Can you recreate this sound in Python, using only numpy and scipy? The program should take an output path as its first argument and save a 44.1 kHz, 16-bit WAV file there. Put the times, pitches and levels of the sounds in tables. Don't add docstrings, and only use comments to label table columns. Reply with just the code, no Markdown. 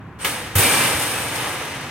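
import sys
import numpy as np
from scipy import signal
from scipy.fft import rfft, irfft, next_fast_len
from scipy.io import wavfile
from scipy.ndimage import map_coordinates

SR = 44100
rng = np.random.default_rng(int(sys.argv[2]) if len(sys.argv) > 2 else 0)


def bounce(signal):
    frames = np.transpose(np.atleast_2d(signal))
    limited = np.clip(frames, -1, 1)
    pcm = np.round(limited * 32767).astype(np.int16)
    wavfile.write(sys.argv[1], SR, pcm)


N = 83790

# start_s, rise_s, rod_db, rod_fall_db_per_s, wire_db, wire_fall_db_per_s
SHAKES = [(0.186, 0.03, -31.5, 15, -37.5, 38), (0.247, 0.014, -25, 70, -26, 97),
          (0.551, 0.048, -17.5, 21.5, -16, 30), (0.70, 0.11, -20.5, 61, -28, 61),
          (0.999, 0.015, -28.5, 11, -26.5, 27), (1.24, .16, -26.5, 14.5, -34, 35)]
# start_s, clank_db, splash_db
IMPACTS = [(0.2453, -14, -21), (0.5535, -19.5, -15.5), (0.581, -40, -13.5), (0.622, -21, -35),
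           (1.012, -27, -36)]
# start_s, level_db
WIRE_SLAPS = [(0.994, -21), (1.018, -24.5), (1.358, -25.5), (1.65, -32.5), (1.7458, -36), (1.808, -37.5)]
# pitch_hz, relative_db, t60_s
FRAME_MODES = [(283, -35, 2.4), (828, -40, 2.2), (865, -39, 2), (1159, -40, 2.4), (1330, -41, 1.8),
               (1825, -40, 1.8), (2363, -22.5, 1.3), (2390, -33, 1.3), (2592, -31, .7), (2635, -35, .4),
               (3214, -40, 1.6), (6660, -39, 1.2), (7235, -42, 2), (13712, -41, 1.6)]
# start_s, relative_db, favoured_hz, loss_db_per_octave
FRAME_KNOCKS = [(.612, 0, 2360, 1), (.74, -2, 2590, 35), (1.128, -2, 2620, 130)]
# start_s, pitch_hz, level_db, t60_s
THUDS = [(0.517, 100, -27, .05), (0.5555, 97, -7, .17), (0.587, 104, -15, .1), (0.63, 125, -25, .14),
         (0.845, 122, -23, .16), (0.951, 92, -15, .08)]

# frequency_hz, relative_db
ROD_SPECTRUM = [(60, -67), (180, -10), (290, -1), (440, -2), (800, -0.5), (1400, -1.5), (2300, 0.5),
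                (3300, -6.5), (4600, -12), (6500, -15.5), (10000, -28.5), (16000, -42)]
WIRE_SPECTRUM = [(1500, -10), (4000, -5), (6000, -12.5), (7700, -9.5), (8600, 0.5), (9400, -3.5),
                 (10000, -7.5), (13000, -9.5), (15800, -19)]
CLANK_SPECTRUM = [(100, -34), (280, -8.5), (500, -6), (800, -5.5), (1400, -0.5), (2000, 1.5), (3200, -3.5),
                  (4600, -12.5), (8000, -18), (16000, -35)]
SPLASH_SPECTRUM = [(1000, -4.5), (4000, -13), (7500, -8), (9300, -2.5), (10100, -4.5), (11200, -2.5),
                   (13500, -4), (15800, -6.5)]
FLEX_SPECTRUM = [(40, -42), (85, -50), (120, -1), (160, -9), (300, -23), (1000, -61)]
SQUEAK_SPECTRUM = [(7600, -33), (8200, -14), (8450, 0), (8750, -8), (9400, -32), (11000, -45)]
YARD_SPECTRUM = [(20, -12), (50, -10), (105, 2.5), (180, -3.5), (300, -9.5), (550, -20), (800, -14),
                 (1400, -17.5), (2500, -26), (5000, -46), (16000, -56)]

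# frequency_hz, correlation
COHERENCE = [(100, .99), (500, 0.93), (1000, 0.89), (2000, 0.67), (4400, 0.41), (6000, 0.13), (7500, .15),
             (8700, 0.18), (9600, .4), (10500, 0.12), (15000, .25)]
# frequency_hz, left_minus_right_db
MIC_BALANCE = [(400, -.8), (1200, .3), (1750, 3), (2900, -1.7), (4100, -1.7), (5400, 4.5), (8100, 4.8),
               (9000, -4.3), (9650, -3.7), (10300, 0), (11500, -1), (12600, 1.3), (15500, 2)]
# frequency_hz, left_lead_rad
MIC_PHASE = [(1500, 0), (2800, -0.06), (5000, -2.1), (7000, 0.9), (8600, 2.5), (9600, 0.5), (10500, 0)]


def mesh():
    waver = amp(0.14 * wobble(22))
    rods = power_sum([bout(s, rise, db, fall) for s, rise, db, fall, _, _ in SHAKES])
    wires = power_sum([bout(s, rise, db, fall) for s, rise, _, _, db, fall in SHAKES])
    return rattle(rods * waver, ROD_SPECTRUM) + rattle(wires * waver, WIRE_SPECTRUM)


def rattle(strength, spectrum, panels=6, contacts_per_s=2600, spread_db=3.5):
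    t = np.arange(SR // 3) / SR
    tick_t60_s, ring_t60_s, ring_db = 0.024, 0.47, 4.5
    decay = unit(amp(-60 * t / tick_t60_s)) + amp(ring_db) * unit(amp(-60 * t / ring_t60_s))
    responses = rng.standard_normal((panels, 2, len(t))) * decay
    contacts = rng.random((panels, 1, N)) < contacts_per_s / panels / SR
    force = amp(spread_db * np.clip(rng.standard_normal(contacts.shape), -2, 2))
    polarity = np.sign(rng.standard_normal(contacts.shape))
    impulses = contacts * force * polarity * strength
    ringing = signal.fftconvolve(impulses, responses, axes=2).sum(0)[:, :N]
    return stereo(ringing, spectrum) * np.sqrt(np.mean(strength ** 2))


def steel_impacts():
    clank = power_sum([amp(db) * strike(s, t60_s=0.14) for s, db, _ in IMPACTS])
    splash = power_sum([amp(db) * strike(s, t60_s=0.27) for s, _, db in IMPACTS])
    return clank * noise(CLANK_SPECTRUM) + splash * noise(SPLASH_SPECTRUM)


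def wire_slaps():
    return sum(amp(db) * strike(s, t60_s=0.082) for s, db in WIRE_SLAPS) * noise(WIRE_SPECTRUM)


def modal_ripple(x, depth_db=2, spacing_hz=70.23):
    knots = rng.standard_normal(N // 100)

    def gain(hz):
        ripple = map_coordinates(knots, [hz / spacing_hz], mode="wrap")
        return unit(amp(depth_db * np.minimum(hz / 4000, 1) * ripple))
    return filtered(x, gain)


def frame(gain_db=2, rise_s=0.0082, waver_depth=0.3):
    out = np.zeros((2, N))
    for hz, db, t60_s in FRAME_MODES:
        rings = [amp(db + knock_db - loss * abs(np.log2(hz / favoured_hz))) * strike(s, t60_s, rise_s)
                 for s, knock_db, favoured_hz, loss in FRAME_KNOCKS]
        waver = 1 + waver_depth * (wobble(20) + 1j * wobble(16))
        phase = 2 * np.pi * hz * since(0) + stereo_angle(hz) * np.array([[1], [-1]])
        out += power_sum(rings) * (waver * np.exp(1j * phase)).imag
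    return amp(gain_db) * out


def base_ring(rise_s=0.0049):
    thuds = sum(amp(db) * strike(s, t60_s, rise_s) * np.sin(2 * np.pi * hz * since(s))
                for s, hz, db, t60_s in THUDS)
    flexing = bout(0.56, rise_s, level_db=-32, fall_db_per_s=16)
    return thuds + flexing * noise(FLEX_SPECTRUM)


def catch_squeak(start_s=0.206, end_s=0.245, edge_s=0.0043, level_db=-32):
    stroke = (1 - np.exp(-since(start_s) / edge_s)) * np.exp(-since(end_s) / edge_s)
    return amp(level_db) * stroke * noise(SQUEAK_SPECTRUM)


def yard_rumble(level_db=-37.5):
    return amp(level_db) * noise(YARD_SPECTRUM)


def strike(start_s, t60_s, rise_s=0.0014):
    t = since(start_s)
    return (1 - np.exp(-t / rise_s)) * amp(-60 * t / t60_s)


def bout(start_s, rise_s, level_db, fall_db_per_s):
    t = since(start_s)
    return np.sqrt(np.minimum(t / rise_s, 1)) * amp(level_db - fall_db_per_s * np.maximum(t - rise_s, 0))


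def noise(spectrum):
    return stereo(rng.standard_normal((2, N)), spectrum)


def stereo(pair, spectrum):
    def response(hz):
        angle = stereo_angle(hz)
        return amp(along(spectrum, hz)) * [np.cos(angle), np.sin(angle)]
    mid, side = filtered(pair, response)
    return unit(np.array([mid + side, mid - side]))


def stereo_angle(hz):
    return np.arccos(np.clip(along(COHERENCE, hz), -0.999, 0.999)) / 2


def filtered(x, response):
    size = next_fast_len(N + SR // 2)
    return irfft(rfft(x, size) * response(np.fft.rfftfreq(size, 1 / SR)), size)[..., :N]


def wobble(knots_per_s):
    return map_coordinates(rng.standard_normal(N // 100), [np.arange(N) * knots_per_s / SR], mode="wrap")


def along(points, hz):
    frequencies, values = np.transpose(points)
    return np.interp(np.log(hz + 1), np.log(frequencies + 1), values)


def power_sum(envelopes):
    return np.linalg.norm(envelopes, axis=0)


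def since(start_s):
    return np.maximum(np.arange(N) / SR - start_s, 0)


def amp(db):
    return 10 ** (np.asarray(db) / 20)


def unit(x):
    return x / np.sqrt(np.mean(x ** 2) + 1e-20)


def scene():
    squeak = catch_squeak()
    steel = modal_ripple(mesh() + steel_impacts() + wire_slaps())
    return squeak + steel + frame() + base_ring() + yard_rumble()


def record(dry):
    low_cut_hz, top_hz = 48, 15950
    half = np.array([[0.5], [-0.5]])

    def response(hz):
        balance = amp(along(MIC_BALANCE, hz) * half)
        phase = np.exp(1j * along(MIC_PHASE, hz) * half)
        low_cut = hz ** 2 / np.hypot(hz ** 2, low_cut_hz ** 2)
        return balance * phase * low_cut * (hz < top_hz)
    return filtered(dry, response)


dry = scene()
out = record(dry)
bounce(out)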